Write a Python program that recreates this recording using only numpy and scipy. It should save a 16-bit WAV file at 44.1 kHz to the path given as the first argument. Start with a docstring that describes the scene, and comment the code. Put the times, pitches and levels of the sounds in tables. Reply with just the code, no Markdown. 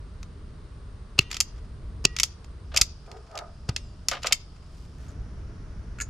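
"""Over low outdoor rumble and faint hiss, a wire stripper works close by at a steel box on a brick wall.
After a light click, two hard snaps and thumps tear insulation; after each, the sprung jaws clack and rattle.
Stiff wire knocks on the box and rubs; a third, much softer snap comes with a strong thump and thin whistle.
More clacks and knocks follow, then fingers rustle on the wire and a cover plate clinks.
Shaped noise makes the air, bursts ringing through resonances the blows, and sine waves the lasting tones."""
import sys
import numpy as np
from scipy import signal
from scipy.fft import rfft, irfft
from scipy.io import wavfile
from scipy.ndimage import uniform_filter1d

SR = 44100
rng = np.random.default_rng(int(sys.argv[2]) if len(sys.argv) > 2 else 0)


def master(y):
    """Save y as 16-bit WAV."""
    cut = np.clip(np.atleast_2d(y).T, -1, 1)
    pcm = np.round(cut * 32767)  # scale
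    wavfile.write(sys.argv[1], SR, pcm.astype(np.int16))


N = 268701

# resonances of the free jaws, before each blow's bands are set: (f/Hz, width/Hz, level/dB)
FREE_JAWS = [(1330, 140, -6), (2130, 130, -9), (2620, 520, -4), (3530, 790, -8), (4912, 710, -1),
             (5930, 1900, 1), (6990, 520, 3), (8200, 270, -26), (10900, 2700, -16.5), (10833, 2700, -11.5)]


def amp(db):
    """Turns decibels into gain."""
    return 10 ** (np.asarray(db) / 20)


def evened(x):
    """Scales a sound to an average strength (rms) of 1."""
    return x / np.sqrt(np.mean(x ** 2) + 1e-20)


def read(points, hz):
    """Reads a table between its points, with frequency on a log axis."""
    f, value = np.transpose(points)
    return np.interp(np.log(hz + 1), np.log(f + 1), value)


def curve(rows):
    """Reads a table of times and values at every sample."""
    return np.interp(np.arange(N) / SR, *np.transpose(rows))


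def add(mix, s, sound):
    """Mixes a sound in at time s, cutting off what runs past the end."""
    start = max(round(s * SR), 0)
    part = mix[..., start:][..., :sound.shape[-1]]
    part += sound[..., :part.shape[-1]]


def ring(x, modes):
    """Passes x through resonances side by side: the narrower one is, the longer it rings."""
    total = 0
    for hz, width, db in modes:
        b, a = signal.iirpeak(hz, hz / width, SR)
        total = total + amp(db) * signal.lfilter(b, a, x)
    return total


def pair(mid, side, side_db):
    """Makes left and right from a shared part and an opposed part."""
    opposed = amp(side_db) * side
    return np.array([mid + opposed, mid - opposed])


def noise(spectrum, side_db, top_hz):
    """Makes stereo noise of rms 1 with a given spectrum and a steep upper edge."""
    hz = np.fft.rfftfreq(N, 1 / SR)
    shape = amp(read(spectrum, hz)) / np.hypot(1, (hz / top_hz) ** 50)
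    mid, side = irfft(rfft(rng.standard_normal((2, N))) * shape, N)
    return evened(pair(mid, side, side_db))


def slips(per_s):
    """Makes two random trains of tiny impacts."""
    return rng.standard_normal((2, N)) * (rng.random((2, N)) < per_s / SR)


def swell(s, hold_s, rise_db_per_s, fall_db_per_s):
    """Gives the gain of one stroke: it rises until time s, holds, and dies away."""
    t = np.arange(N) / SR - s
    rise_db = -rise_db_per_s * np.maximum(-t, 0)
    fall_db = -fall_db_per_s * np.maximum(t - hold_s, 0)
    return amp(rise_db + fall_db)


def voiced(x, levels_db):
    """Tilts a blow smoothly, in two passes, to bring its four bands close to the given strengths."""
    # edges of the bands thud, body, ring and top: (f/Hz)
    edges = np.array([400, 1600, 3400, 8200, 16000])
    centres = np.sqrt(edges[1:] * edges[:-1])
    z, hz = rfft(x), np.fft.rfftfreq(len(x), 1 / SR)
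    for _ in range(2):
        energy = np.histogram(hz, edges, weights=abs(z) ** 2)[0]
        power = energy * 2 / (len(x) * .005 * SR)  # as if spread over 5 ms
        missing_db = levels_db - 10 * np.log10(power + 1e-20)
        z = z * amp(read(np.c_[centres, missing_db], hz))
    return irfft(z, len(x))


def blows(rows, modes, thud_db, top_db, crack_db, after_db, after_s, side_db, top_hz):
    """Makes each blow a brief clatter of tiny impacts that cracks and rings the metal."""
    thud_growth = .43  # dB of thud per dB of level: the thud grows slowly, so hard blows sound brighter
    out, t = np.zeros((2, N)), np.arange(-512, 3584) / SR
    hard = signal.butter(6, top_hz, fs=SR)
    soft = signal.butter(3, 8000, fs=SR)
    for s, db, body_db, clatter_ms in rows:
        impacts = rng.standard_normal((2, len(t))) * (t >= 0)
        # hard contact ends quickly; loose parts buzz on, duller
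        fade = np.exp(-(1000 * t / clatter_ms / 1.5) ** 2)
        contact = signal.lfilter(*hard, impacts * fade)
        buzz = signal.lfilter(*soft, impacts * amp(after_db) * np.exp(-abs(t) / after_s))
        metal = ring(contact + buzz, modes) + amp(crack_db) * contact
        bands_db = np.array([thud_db + thud_growth * db, db + body_db, db, db + top_db])
        mid, side = [voiced(m, bands_db) for m in metal]
        add(out, s + t[0], pair(mid, side, side_db) * signal.windows.tukey(len(t), .2))
    return out


def hiss():
    """Makes the faint, even hiss of the microphone from noise."""
    return amp(-84) * noise([(100, 0.5), (10000, -0.5), (16000, -9)], side_db=-3, top_hz=13500)


def outdoors(rumble_db, air_db):
    """Makes a swelling low rumble under thin air noise whose level and colour change abruptly twice."""
    # rumble before rumble_db is added: (t/s, level/dB)
    rumble_level = [(0, -42), (1.5, -43.5), (1.97, -38), (2.27, -45.5), (2.8, -42.5), (3.3, -51),
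                    (3.7, -42), (4.6, -47), (5.15, -38), (6.09, -39.5)]
    # relative spectrum of the rumble: (f/Hz, density/dB per Hz)
    rumble_spectrum = [(8.8, -38), (15, -5.5), (43, 1.5), (60, 3), (162, -11), (190, -14.5), (362, -23.5),
                       (432, -23), (541, -35.5), (596, -27.5), (700, -34), (910, -63.5), (1540, -120)]
    # air before air_db is added: (start/s, level/dB, relative spectrum as (f/Hz, density/dB per Hz))
    airs = [(0, -60.5, [(250, -18), (420, -3.5), (650, -16), (1150, -9), (1600, -15), (2400, -21.5),
            (4800, -22.5), (6500, -30), (8000, -33), (8700, -26), (9900, -29)]), (2.647, -62.5, [(250, -27),
            (420, -7.5), (850, -9.5), (1250, -7.5), (2000, -18.5), (3200, -17.5), (4000, -20),
            (5100, -13.5), (6200, -23.5), (8000, -27), (9900, -24.5)]), (4.985, -60, [(250, -22),
            (420, -9.5), (800, -12), (1400, -10), (2400, -20.5), (4000, -25), (5600, -20.5), (8000, -35.5),
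            (9600, -28.5), (9900, -29.5)])]
    air, t = np.zeros((2, N)), np.arange(N) / SR
    for start, db, spectrum in airs:
        new_air = amp(db + air_db) * noise(spectrum, side_db=-4.5, top_hz=9950)
        air = np.where(t >= start, new_air, air)
    rumble = noise(rumble_spectrum, side_db=-20, top_hz=900)
    return air + amp(curve(rumble_level) + rumble_db) * rumble


def porch(x, wall_db, tail_db, far_db, far_s, far_width_s):
    """Scatters sound quickly off the brick wall, then adds a weak tail that swells as far walls answer."""
    # how long the tail takes to fall by 60 dB, apart from the swell: (f/Hz, t60/s)
    fall_times = [(300, .35), (1500, 0.36), (5000, 0.93), (8000, 0.12), (13000, .25)]
    t = np.arange(SR) / SR
    taps = rng.standard_normal((2, SR)) * (rng.random((2, SR)) < .1) * (t > .003)
    hz, age, z = signal.stft(taps, SR, nperseg=256)
    faded = z * amp(-60 * age / read(fall_times, hz)[:, None])
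    tail = signal.istft(faded, SR)[1][:, :SR]
    tail = tail * (1 + amp(far_db) * np.exp(-((t - far_s) / far_width_s) ** 2))
    scatter = evened(taps * np.exp(-t / 0.013))
    echoes = amp(wall_db) * scatter + amp(tail_db) * evened(tail)
    return signal.fftconvolve(x, echoes / np.sqrt(SR), axes=1)[:, :N]


def fingers(grains_per_s):
    """Lets skin catch on the insulation in small dry grains of filtered noise."""
    # rustles on the wire: (full force at t/s, hold/s, level/dB)
    rustles = [(4.765, 0.081, -64), (5.03, .07, -61.5)]
    band = signal.butter(2, [900, 7000], "band", fs=SR)
    grains = signal.lfilter(*band, slips(grains_per_s))
    touch = np.zeros(N)
    for s, hold_s, db in rustles:
        touch += amp(db) * swell(s, hold_s, rise_db_per_s=119, fall_db_per_s=299.5)
    return touch * evened(pair(*grains, side_db=-9))


def plate():
    """Clinks the handled cover plate: small impacts ring its resonances."""
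    # clinks: (t/s, level/dB, body relative to level/dB, clatter/ms before blows stretches it 1.5 times)
    clinks = [(5.085, -54.5, -17, 10.3), (5.986, -49, 6, 3.7), (6.0018, -36.5, 6.5, 2),
              (6.0105, -28.5, -4.5, 4.4), (6.019, -28.5, -24, 5.4)]
    # resonances of the plate, before each blow's bands are set: (f/Hz, width/Hz, level/dB)
    plate_modes = [(1428, 71, 7.5), (1680, 97, 1), (2055, 115, -9), (2520, 42.5, -8), (4220, 265, -17),
                   (4920, 350, -10.5), (6710, 230, 5), (7040, 99, 4)]
    return blows(clinks, plate_modes, thud_db=-27.5, top_db=-17, crack_db=-15, after_db=0,
                 after_s=0.011, side_db=-11, top_hz=12800)


def rub(slips_per_s):
    """Rubs strained wire in the box: dense uneven slips ring a few low resonances."""
    # strokes: (full force at t/s, hold/s, level/dB, level of the deep resonances/dB)
    rubs = [(3.099, 0.077, -54.5, -50.5), (3.355, 0.056, -39.5, -54)]
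    # upper resonances, later scaled together: (f/Hz, width/Hz, level/dB)
    upper_modes = [(677, 102, 14.5), (841, 140, -19), (1210, 45, 11.5), (1334, 160, -22.5)]
    # deep resonances, later scaled together: (f/Hz, width/Hz, level/dB)
    deep_modes = [(431, 46, 7.5), (494, 110, -12.5)]
    band = signal.butter(3, [340, 1700], "band", fs=SR)
    force = signal.lfilter(*band, slips(slips_per_s))
    body, deep = evened(ring(force, upper_modes)), evened(ring(force, deep_modes))
    strokes = np.zeros((2, N))
    for s, hold_s, db, deep_db in rubs:
        gain = swell(s, hold_s, rise_db_per_s=334, fall_db_per_s=209)
        strokes += gain * (amp(db) * body + amp(deep_db) * deep)
    return pair(*strokes, side_db=-8.5)


def box(knock_db, scrape_s, rasp_db, top_hz):
    """Knocks and scrapes wire ends briefly on the sheet steel, weaker at each bounce."""
    # knocks: (t/s, level of the first contact before knock_db is added/dB, number of contacts)
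    knocks = [(2.718, -38.5, 1), (2.741, -24.5, 2), (2.785, -27.5, 2), (3.688, -28, 1), (4.115, -17.5, 4),
              (4.244, -20, 3), (4.31, -26.5, 1)]
    # resonances of the steel box, later scaled together: (f/Hz, width/Hz, level/dB)
    box_modes = [(566.6, 73, 2.5), (675, 82, 2), (690, 210, -1.5), (970, 13, 4.5), (1230, 50, 10),
                 (1400, 44, -1), (1600, 59, -13.5), (2100, 430, -20.5), (2630, 300, -15), (2870, 380, -13)]
    bounce_s, bounce_loss_db = 0.018, 4
    out, t = np.zeros((2, N)), np.arange(SR // 4) / SR
    band = signal.butter(3, [420, top_hz], "band", fs=SR)
    for s, db, count in knocks:
        for k in range(count):
            force = rng.standard_normal((2, len(t))) * np.exp(-t / scrape_s)
            sheet = signal.lfilter(*band, ring(force, box_modes) + amp(rasp_db) * force)
            knock = pair(*sheet / abs(sheet).max(), side_db=-12.5)
            add(out, s + k * bounce_s, amp(db + knock_db - k * bounce_loss_db) * knock)
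    return out


def whistle(level_db, overtones_db, waver):
    """Adds three wavering partials on one gliding pitch, in one arch, as the tool swings away."""
    # base pitch, itself unheard; the partials lie at 2, 3 and 4 times it: (t/s, f/Hz)
    glide = [(3.69, 2320), (3.75, 2700), (3.80, 2790), (3.86, 2480), (3.97, 2210)]
    t = np.arange(glide[0][0], glide[-1][0], 1 / SR)
    hz = np.interp(t, *np.transpose(glide))
    wander = evened(uniform_filter1d(rng.standard_normal(N), size=40))[:len(t)]
    turns = np.cumsum(hz * (1 + waver * wander)) / SR
    tone = sum(amp(db) * np.sin(2 * np.pi * k * turns) for k, db in enumerate(overtones_db, 2))
    arch = np.sin(np.linspace(0, np.pi, len(t)))
    out = np.zeros(N)
    add(out, t[0], amp(level_db) * arch * tone)
    return out


def spring(focus_db, damped_s):
    """Lets the jolted return spring sing in fading sines, most near one pitch, until moving jaws damp it."""
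    # jolts: (t/s, level/dB before tone level and focus are added, favoured f/Hz, damped from t/s)
    twangs = [(1.193, -47.5, 3070, 1.54), (2.053, -47, 1800, 2.21), (3.764, -55, 3960, 4.0)]
    # tones of the spring, before it is damped: (f/Hz, relative level/dB, t60/s)
    spring_tones = [(1247, 0, .45), (1920, 0, 1.2), (2420, -6, .6), (2808, -1, .9), (3100, -7, .7),
                    (3478, -3, .35), (3720, -7, .5), (5600, -4, .3), (6282, 2, .5)]
    out, t = np.zeros(N), np.arange(SR) / SR
    for s, db, favoured_hz, until in twangs:
        held = np.exp(-np.maximum(s + t - until, 0) / damped_s)
        for hz, level, t60 in spring_tones:
            octaves_off = abs(np.log2(hz / favoured_hz))
            strength = amp(db + level + focus_db * octaves_off - 60 * t / t60)
            add(out, s, strength * held * np.sin(2 * np.pi * (hz * t + rng.random())))
    return out


def jaw_ring(clicks):
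    """Draws thin lasting tones of the steel jaws out of their clicks with very narrow resonances."""
    # tones, before they are turned down below: (f/Hz, width/Hz, level/dB)
    thin_modes = [(3580, 9, -9), (4861, 7, -1), (5179, 5, -13), (6261, 12, -11), (7127, 9, -13),
                  (10220, 6, -3)]
    return amp(-11.5) * ring(clicks, thin_modes)


def handles(grip_hz, grip_s):
    """Jolts the handles in the hand: a heavily damped low swing and a short knock of the plastic grips."""
    # jolts: (t/s, level before the swing's onset and decay/dB, f/Hz, decay/ms, grip knock relative/dB)
    thumps = [(1.1925, -9, 118, 4.2, -13), (2.0517, -12, 113, 4.2, -6.5), (2.815, -15, 55.4, 9, -20.5),
              (3.692, -10.5, 110, 6.4, -23)]
    out, t = np.zeros(N), np.arange(SR // 10) / SR
    for s, db, hz, decay_ms, grip_db in thumps:
        age = 1000 * t / decay_ms
        swing = np.sin(2 * np.pi * hz * t) * np.exp(-age) * (1 - np.exp(-4 * age))
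        grip = amp(grip_db) * np.sin(2 * np.pi * grip_hz * t) * np.exp(-t / grip_s)
        add(out, s, amp(db) * (grip - swing))
    return out


def linkage():
    """Clicks the linkage lightly as it catches, and ticks its loose parts unevenly as the jaws move."""
    # catches: (t/s, level/dB)
    catches = [(0.2298, -45), (1.314, -30.5), (1.3288, -34.5), (1.3438, -32.5), (1.3675, -30.5),
               (2.165, -29), (2.187, -28), (2.4442, -52), (2.7444, -39), (2.7631, -21), (3.115, -45.5),
               (3.313, -56), (3.354, -44.5), (3.3755, -34.5), (3.3887, -37), (3.763, -25), (4.1136, -29),
               (4.2327, -34), (4.2697, -22.5)]
    # ticking spells: (start/s, end/s, level before random spread/dB, mean gap/s)
    rattles = [(1.203, 1.221, -43, 0.0095), (1.3, 1.311, -49, 0.0055), (1.321, 1.36, -43, .014),
               (1.529, 1.65, -62, 0.047), (3.049, 3.221, -60, 0.057), (4.093, 4.146, -41.5, .014),
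               (4.218, 4.229, -47, .006), (4.258, 4.271, -37, 0.0057), (4.54, 4.68, -63.5, 0.049)]
    # each row as blows reads it: time, level, relative body, clatter before stretching
    rows = [(s, db, -4, 2.6) for s, db in catches]
    for start, end, db, gap_s in rattles:
        for s in np.arange(start, end, gap_s):
            tick_s = s + gap_s * rng.random()
            tick_db = db - 2.5 * rng.standard_normal()
            rows.append((tick_s, tick_db, -1, 8.5))
    return blows(rows, FREE_JAWS, thud_db=-32.5, top_db=-17.5, crack_db=-12.5, after_db=-19.0,
                 after_s=.011, side_db=-9.5, top_hz=13400)


def jaws():
    """Slams the sprung jaws against their stop, which they strike once more on the rebound."""
    # slams: (t/s, level/dB, body relative to level/dB, clatter/ms before blows stretches it 1.5 times,
    # rebound relative to slam/dB)
    slams = [(1.4036, -16, -13, 1.6, -1.5), (2.1988, -19, -4, 2.2, -8.5), (2.2327, -15, -11, 2, -7.5),
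             (2.7714, -16, -6, 3.95, -2), (2.813, -11.5, -14.5, 3.3, -3.5), (4.0852, -17, -14, 2.2, -14.5),
             (4.3236, -14.5, -3, 3.54, -1.5)]
    rebound_s, rebound_body_db, rebound_ms = 0.0042, -10, 2.8  # delay, relative body, unstretched clatter
    rows = [row[:4] for row in slams]
    for s, db, _, _, again_db in slams:
        rows.append((s + rebound_s, db + again_db, rebound_body_db, rebound_ms))
    return blows(rows, FREE_JAWS, thud_db=-31.5, top_db=-14, crack_db=-16, after_db=-24.5,
                 after_s=0.0089, side_db=-10.5, top_hz=12880)


def insulation():
    """Tears the insulation with a faint creak, a crack and then the snap, all ringing the clamped jaws."""
    # snaps: (t/s, level/dB, body relative to level/dB, clatter/ms before blows stretches it 1.5 times)
    snaps = [(1.191, -13.5, 2.5, 1), (2.0525, -11, -5, 1.4), (3.6915, -30, -10, 3.4)]
    # creak and crack ahead of each snap: (lead/s, level relative to snap/dB, clatter/ms before stretching)
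    tears = [(.0105, -25.5, 9), (.0016, -8.5, 0.86)]
    # resonances of the jaws clamped on wire, before bands are set: (f/Hz, width/Hz, level/dB)
    loaded_jaws = [(1470, 180, -23), (1950, 160, -18), (2710, 270, 7.5), (3272, 87, -7.5), (4100, 170, -11),
                   (4600, 900, -6.5), (5720, 160, -5), (6900, 430, -8.5), (8300, 140, -23.5)]
    rows = list(snaps)
    for s, db, body_db, _ in snaps:
        for lead_s, tear_db, ms in tears:
            rows.append((s - lead_s, db + tear_db, body_db, ms))
    return blows(rows, loaded_jaws, thud_db=-25.0, top_db=-19.0, crack_db=-15, after_db=-33.0,
                 after_s=.005, side_db=-11.0, top_hz=13500)


def scene():
    """Puts the tool, the box and the plate against the wall, outdoors."""
    background = outdoors(rumble_db=2, air_db=3.0) + hiss() + fingers(grains_per_s=1200)
    clinks = plate()
    wire = box(knock_db=-0.5, scrape_s=0.014, rasp_db=-2.5, top_hz=3800) + rub(slips_per_s=1400)
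    snaps, clicks = insulation(), jaws() + linkage()
    # the closed jaws send little of a snap's treble to the walls
    muffled = signal.lfilter(*signal.butter(4, 6500, fs=SR), snaps)
    thrown = amp(-9) * muffled + clicks + clinks + wire
    room = porch(thrown, wall_db=-14.0, tail_db=-33.5, far_db=3, far_s=0.084, far_width_s=.025)
    singing = spring(focus_db=-14, damped_s=0.018) + jaw_ring(clicks)
    swinging = whistle(level_db=-58.5, overtones_db=[-3, -11, -21], waver=0.011)
    tool = snaps + clicks + singing + handles(grip_hz=384, grip_s=0.0047) + swinging
    return tool + clinks + wire + room + background


def record(dry):
    """Clips anything beyond full scale, then cuts the highest treble."""
    clipped = np.clip(dry, -1, 1)
    low_pass = signal.firwin(255, 16300, window=("kaiser", 8), fs=SR)
    return signal.oaconvolve(clipped, low_pass[None], "same")


dry = scene()
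out = record(dry)
master(out)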